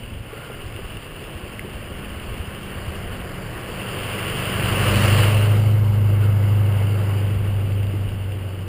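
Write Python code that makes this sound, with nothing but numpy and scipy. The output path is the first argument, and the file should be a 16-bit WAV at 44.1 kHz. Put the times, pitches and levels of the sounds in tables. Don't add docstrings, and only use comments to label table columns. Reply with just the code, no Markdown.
import sys
import numpy as np
from scipy import signal
from scipy.fft import rfft, irfft, next_fast_len
from scipy.io import wavfile
from scipy.ndimage import uniform_filter1d, map_coordinates

SR = 44100
rng = np.random.default_rng(int(sys.argv[2]) if len(sys.argv) > 2 else 0)


def output_pcm(signal):
    pcm = np.clip(np.atleast_2d(signal).T, -1, 1) * 32767
    wavfile.write(sys.argv[1], SR, np.round(pcm).astype(np.int16))


def convert_level_to_amplitude(level_db):
    exponent = np.asarray(level_db, float) / 20
    return 10 ** exponent


N = 382782
TIME_S = np.arange(N) / SR
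USUAL_DB = -40

# start_s, near_db (nearness), grit_db (grit under them)
ROAD = [(0, -44, 3.5), (.2, -45, 0.5), (.37, -40.5, 0), (1, -41, 1), (1.9, -39.5, -1.5), (2.3, -38.5, 0),
        (3.45, -35.5, -4.5), (4.15, -31, 1.5), (4.65, -27, 0), (4.85, -24, -0.5), (5.03, -23, -1),
        (5.2, -24.5, 0.5), (5.36, -28.5, 0.5), (5.8, -39, -1.5), (6.3, -38, -2), (7.15, -36.5, -0.5),
        (7.4, -40, 0.5), (8.68, -45, 2)]


def unit(x):
    return x / np.sqrt(np.mean(x ** 2) + 1e-20)


def curves(rows):
    s, *columns = np.transpose(rows)
    return [np.interp(TIME_S, s, column) for column in columns]


def wobble(rate):
    at = np.arange(0, N + 64, 64)
    knots = rng.standard_normal(int(N * rate / SR) + 4)
    return np.interp(np.arange(N), at, map_coordinates(knots, [at * rate / SR]))


def both(a_db, b_db):
    return 10 * np.log10(convert_level_to_amplitude(2 * a_db) + convert_level_to_amplitude(2 * b_db))


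def filtered(x, response):
    m = next_fast_len(N + SR // 2)
    return irfft(rfft(x, m) * response(np.fft.rfftfreq(m, 1 / SR)), m)[:N]


def coloured(x, spectrum):
    f, db = np.transpose(spectrum)
    return filtered(x, lambda hz: convert_level_to_amplitude(np.interp(np.log(hz + 1), np.log(f + 1), db)))


def rush(spectrum, patchy_db, grit):
    z = signal.stft(rng.standard_normal(N), nperseg=512)[2]
    field = uniform_filter1d(rng.standard_normal(z.shape), size=5, axis=0)
    field = uniform_filter1d(field, size=10, axis=1)
    bed = signal.istft(z * convert_level_to_amplitude(patchy_db * unit(field)), nperseg=512)[1][:N]
    stones = (rng.random(N) < 400 / SR) * rng.standard_normal(N)
    return unit(coloured(unit(bed) + grit * unit(stones), spectrum))


def taps(events, t60, crack, partner):
    out, t = np.zeros(N + SR), np.arange(SR // 10) / SR
    for s, db, hz in events:
        ring = np.sin(2 * np.pi * hz * t)
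        ring += partner * np.sin(2 * np.pi * 1.27 * hz * t)
        ring += crack * rng.standard_normal(len(t))
        onset = 1 - np.exp(-t / 0.00047)
        out[round(s * SR):][:len(t)] += convert_level_to_amplitude(db - 60 * t / t60) * onset * ring
    return out[:N]


def thumps(events, turns):
    out = np.zeros(N + SR)
    for s, db, hz in events:
        t = np.arange(int(turns / hz * SR)) / SR
        swell = np.sin(np.pi * t * hz / turns) ** 2
        out[round(s * SR) - len(t) // 2:][:len(t)] += convert_level_to_amplitude(db - 5.5) * swell * np.sin(2 * np.pi * hz * t)
    return out[:N]


def ahead():
    overtake_s, takes_s = 5.23, 0.35
    return np.clip((TIME_S - overtake_s) / takes_s, 0, 1)


def far_engine():
    # start_s, pitch_hz, level_db
    far_note = [(0, 117.8, -38), (.35, 112.2, -42.5), (.8, 109.4, -40), (1.3, 103.8, -48),
                (1.6, 104.5, -44)]
    pitch_hz, level_db = curves(far_note)
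    gone = np.clip(far_note[-1][0] + 0.35 - TIME_S, 0, 0.3) / 0.28
    return gone * convert_level_to_amplitude(level_db + 1.1 * wobble(5.6)) * np.sin(2 * np.pi * np.cumsum(pitch_hz) / SR)


def wind():
    # start_s, level_db
    airflow = [(0, -41), (.15, -36), (.45, -47.5), (.62, -41), (.88, -39), (1.1, -43.5), (1.6, -43),
               (2.3, -35.5), (2.6, -39.5), (3, -34.5), (3.5, -37), (3.7, -42), (4.9, -38), (5.25, -32.5),
               (6.9, -44.5), (7.6, -35.5), (8.25, -37), (8.68, -43)]
    # pitch_hz, level_db (dB per Hz)
    buffet_colour = [(8.8, -35), (15, -1), (54, -1), (102, -1), (134, -19), (188, -10.5), (220, -10),
                     (290, -16.5), (480, -120)]
    # peak_s, peak_db, pitch_hz
    gusts = [(0.118, -31, 74.0), (0.21, -22, 90), (0.666, -21, 68.8), (0.754, -18.5, 94.3),
             (0.854, -21, 62.9), (1.361, -23, 76.6), (1.443, -20.5, 71.0), (1.618, -26, 58.6),
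             (1.759, -21.5, 67.6), (1.925, -25, 75.2), (2.181, -23, 79.0), (2.246, -32, 75.0),
             (2.323, -19, 78.0), (2.408, -18, 72.0), (2.485, -27, 96.8), (2.644, -41, 73.0),
             (2.782, -22, 87.2), (2.883, -16, 89.0), (2.992, -24, 75.9), (3.141, -28, 75.6),
             (3.239, -29, 69.0), (3.371, -36, 68.0), (3.5, -24, 98.0), (4.706, -22, 52.9),
             (6.214, -28, 55.2), (7.372, -16, 65.6), (7.829, -32, 55.3), (7.889, -24.1, 52.0),
             (8.086, -16, 47.0)]
    gust_db = curves(airflow)[0] + wobble(8)
    bed = convert_level_to_amplitude(gust_db + 2.5 + 0.46 * wobble(16)) * rush(buffet_colour, patchy_db=-0.6, grit=0.26)
    return bed + thumps(gusts, turns=2.7)


def stone_clicks():
    # start_s, peak_db, pitch_hz
    stones = [(0.14, -35, 2500), (0.6794, -39.5, 2830), (0.9692, -28, 2800), (1.1942, -31, 2830),
              (1.2401, -30, 2700), (1.5934, -22.5, 2110), (2.1984, -28, 3020), (3.2136, -29, 3000),
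              (3.465, -33, 2930), (6.9894, -26, 2900), (7.7203, -32.5, 2700), (7.8306, -31, 2780),
              (7.8685, -28, 2873), (8.09, -28, 2940), (8.321, -31, 2742)]
    housing = [(600, -9), (1800, 6.5), (3200, 3.0), (3700, -9), (5200, -11), (6000, -35)]  # Hz, dB
    return coloured(taps(stones, t60=0.011, crack=1.2, partner=0.8), housing)


def mount_knocks():
    # start_s, peak_db, pitch_hz
    bumps = [(0.303, -38, 463), (0.33, -26, 443), (.79, -26, 384), (.5, -26.5, 484), (1.647, -25.5, 367),
             (3.13, -34.5, 366.5), (7.939, -22, 310)]
    return taps(bumps, t60=0.05, crack=0, partner=0.3)


def scrape():
    start_s, attack_s, hold_s, release_s = 0.27, 0.04, 0.2, 0.15
    squeal_hz, rise_hz, peak_s = 1375, 45.1, 0.46
    edges_s = start_s + np.cumsum([0, attack_s, hold_s, release_s])
    press = np.interp(TIME_S, edges_s, [0, 1, 1, 0])
    modes = [(1420, 130, -3.5), (1270, 72, -3), (2070, 160, -2)]

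    def rim(f):
        ringing = sum(convert_level_to_amplitude(db) * 1j * f * w / (c * c - f * f + 1j * f * w) for c, w, db in modes)
        return ringing / (1 + (f / 2600) ** 6)

    rub = convert_level_to_amplitude(2.1 * wobble(53.5)) * unit(filtered(rng.standard_normal(N), rim))
    pitch_hz = squeal_hz + rise_hz * np.exp(-((TIME_S - peak_s) / 0.069) ** 2) + 20 * wobble(30.1)
    squeal = convert_level_to_amplitude(1 + 1.6 * wobble(39)) * np.sin(2 * np.pi * np.cumsum(pitch_hz) / SR)
    return convert_level_to_amplitude(-46) * press * (rub + squeal)


def alongside():
    # pitch_hz, level_db (dB per Hz)
    arch_colour = [(250, -42), (420, -5), (560, 2.5), (680, -2.5), (900, -39)]
    spray_colour = [(3000, -41), (3650, -1), (4300, 2.0), (5000, -5), (6000, -8)]  # Hz, dB per Hz
    spray_s, rise_s, fall_s = 5.04, 0.29, 0.3
    late = TIME_S - spray_s
    passing = np.exp(-np.abs(late) / np.where(late < 0, rise_s, fall_s))
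    spray = convert_level_to_amplitude(-33) * passing * rush(spray_colour, patchy_db=-3.0, grit=0.1)
    arch_pass = np.exp(-((late - 0.12) / 0.46) ** 2)
    return spray + convert_level_to_amplitude(-32) * arch_pass * rush(arch_colour, patchy_db=0.8, grit=0.24)


def tyres():
    # peak_s, surge_db, half_length_s
    seams = [(5.191, 5, .012), (5.237, 3.5, 0.01), (6.238, 3, 0.037), (6.797, 1.5, 0.096),
             (7.467, 2, 0.026)]
    # offset_db, growth (dB per dB), ahead_db (change once in front)
    layers = [
        (0.5, 0.79, 3.5),
        (-2, 1, 0.5),
        (-3.5, 0.96, -1.5),
        (-17.5, 0.91, -1),
    ]
    # start_s, share (shaded roar, 0-1)
    in_front = [(5.3, 0), (5.6, 0.99), (6.9, 0.94), (7.4, 0.2)]
    # pitch_hz, level_db (dB per Hz)
    boom_colour = [(76, -45), (130, -4.5), (152, -4.5), (200, -15), (227, -8.5), (269, -15), (327, -9),
                   (520, -10.5), (900, -22), (1170, -48), (1980, -120)]
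    # pitch_hz, level_db (dB per Hz)
    roar_colour = [(410, -10), (700, -4), (756, -4.5), (911, -3), (1100, 3.5), (1250, 1), (1520, 1.5),
                   (2400, -4), (3120, -48), (5280, -120)]
    # pitch_hz, level_db (dB per Hz)
    shaded_colour = [(350, -30), (600, -11.5), (668, -25), (786, -1), (1010, -3), (1100, -1.5), (1370, -2),
                     (1610, -4.5), (1800, -10), (1950, -6), (2190, -4.5), (2290, -7.5), (2470, -39),
                     (2700, -28), (3510, -34), (5940, -120)]
    # pitch_hz, level_db (dB per Hz)
    hiss_colour = [(1290, -39), (2200, -4.5), (2360, -8), (2670, 1.5), (2870, 3.5), (3040, 0), (3570, -15),
                   (3800, -16.5), (4940, -36), (8360, -120)]
    # pitch_hz, level_db (dB per Hz)
    fizz_colour = [(2060, -20), (3500, -3.5), (3750, -9), (4050, -4), (4600, 3.5), (5100, 0), (5300, -3),
                   (5520, -12), (5750, -13.5), (6000, -16)]

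    near_db, grit_db = curves(ROAD)
    surge_db = sum(db * np.exp(-((TIME_S - s) / half) ** 2) for s, db, half in seams)
    near_db = near_db - USUAL_DB + surge_db
    boom_db, roar_db, hiss_db, fizz_db = (
        USUAL_DB + db + grows * near_db + ahead_db * ahead() for db, grows, ahead_db in layers)
    rough = 0.17 * wobble(26) + 0.46 * wobble(45)

    boom = convert_level_to_amplitude(boom_db + 0.14 + 0.5 * rough) * rush(boom_colour, patchy_db=0.55, grit=0.15)
    shaded = np.clip(curves(in_front)[0], 0, 1)
    tread = np.sqrt(1 - shaded) * rush(roar_colour, patchy_db=0.5, grit=0.34)
    tread += np.sqrt(shaded) * rush(shaded_colour, patchy_db=1.5, grit=0.53)
    roar = convert_level_to_amplitude(roar_db - 1.1 + 0.27 * rough) * tread
    hiss = convert_level_to_amplitude(hiss_db + grit_db + 0.54 + 1.2 * rough) * rush(hiss_colour, patchy_db=0.93, grit=0.46)
    fizz_db = fizz_db + 0.36 * grit_db + 2.5 + 0.51 * rough
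    fizz = convert_level_to_amplitude(fizz_db) * rush(fizz_colour, patchy_db=-1.9, grit=0.41)
    return boom + roar + hiss + fizz + alongside()


def engine():
    # start_s, turns_hz (crankshaft), firing_db (fourth order)
    revs = [(1.2, 25.96, -54), (1.7, 25.15, -43), (2.3, 24.53, -52), (2.85, 24.06, -40), (3.3, 22.9, -42),
            (3.68, 23.66, -43), (4.05, 24.17, -32), (4.42, 23.91, -33.5), (4.7, 24.25, -23),
            (5.07, 25.05, -14.5), (5.5, 26.14, -12.5), (5.74, 26.07, -12.5), (6.01, 25.58, -13.5),
            (6.6, 25.29, -13), (7.03, 25.03, -17), (7.8, 24.83, -19), (8.15, 24.43, -22.5),
            (8.68, 23.42, -26.5)]
    weak_orders = [2, 2.5, 3, 3.5, 4.5, 6, 6.5, 7, 8.5, 12.5, 13]
    weak_db = [-10, -13, -14, -19, -5.5, -11.5, -17, -20, -18, -23, -20.5]
    turns_hz, firing_db = curves(revs)
    near_db = curves(ROAD)[0] - USUAL_DB
    angle = 2 * np.pi * np.cumsum(turns_hz) / SR

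    def front(db, grows):
        return USUAL_DB + db + grows * near_db - 12 * ahead()

    def order(k, db):
        phase = k * (angle + 0.057 * wobble(7.1)) + 6.87 * rng.random()
        return convert_level_to_amplitude(db + 2.0 + 0.46 * wobble(14)) * np.sin(phase)

    fifth_db = both(front(-7.5, grows=1.43), firing_db - 13.5) + 0.76 * wobble(7)
    eighth_db = both(front(-3, grows=0.9), firing_db - 22.5) + 2.07 * wobble(6)
    drone = order(4, firing_db) + order(5, fifth_db) + order(8, eighth_db)
    opens_s, takes_s = 6.01, 0.97
    drone += np.clip((TIME_S - opens_s) / takes_s, 0, 1) * order(7, firing_db - 19)
    for k, db in zip(weak_orders, weak_db):
        drone += order(k, fifth_db + db + 2.1 * wobble(2.54))
    fade_in = np.clip(TIME_S - revs[0][0], 0, 0.3) / 0.36
    return drone * fade_in


def scene():
    bicycle = stone_clicks() + mount_knocks() + scrape()
    return (far_engine() + wind() + bicycle + tyres() + engine())[None]


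def low_pass(x):
    return signal.sosfilt(signal.butter(12, 16480, fs=SR, output="sos"), x)


def record(dry):
    clock_hz, held, top_hz = 12000, 4, 15270
    slow = filtered(dry[0], lambda hz: hz < clock_hz / 2)
    mirrored = slow * (1 + 2 * np.cos(2 * np.pi * clock_hz * TIME_S))

    def hold(hz):
        return np.sinc(hz / clock_hz) / np.sinc(hz / clock_hz / held) * (hz < top_hz)

    return low_pass(filtered(mirrored, hold)[None])


dry = scene()
out = record(dry)
output_pcm(out)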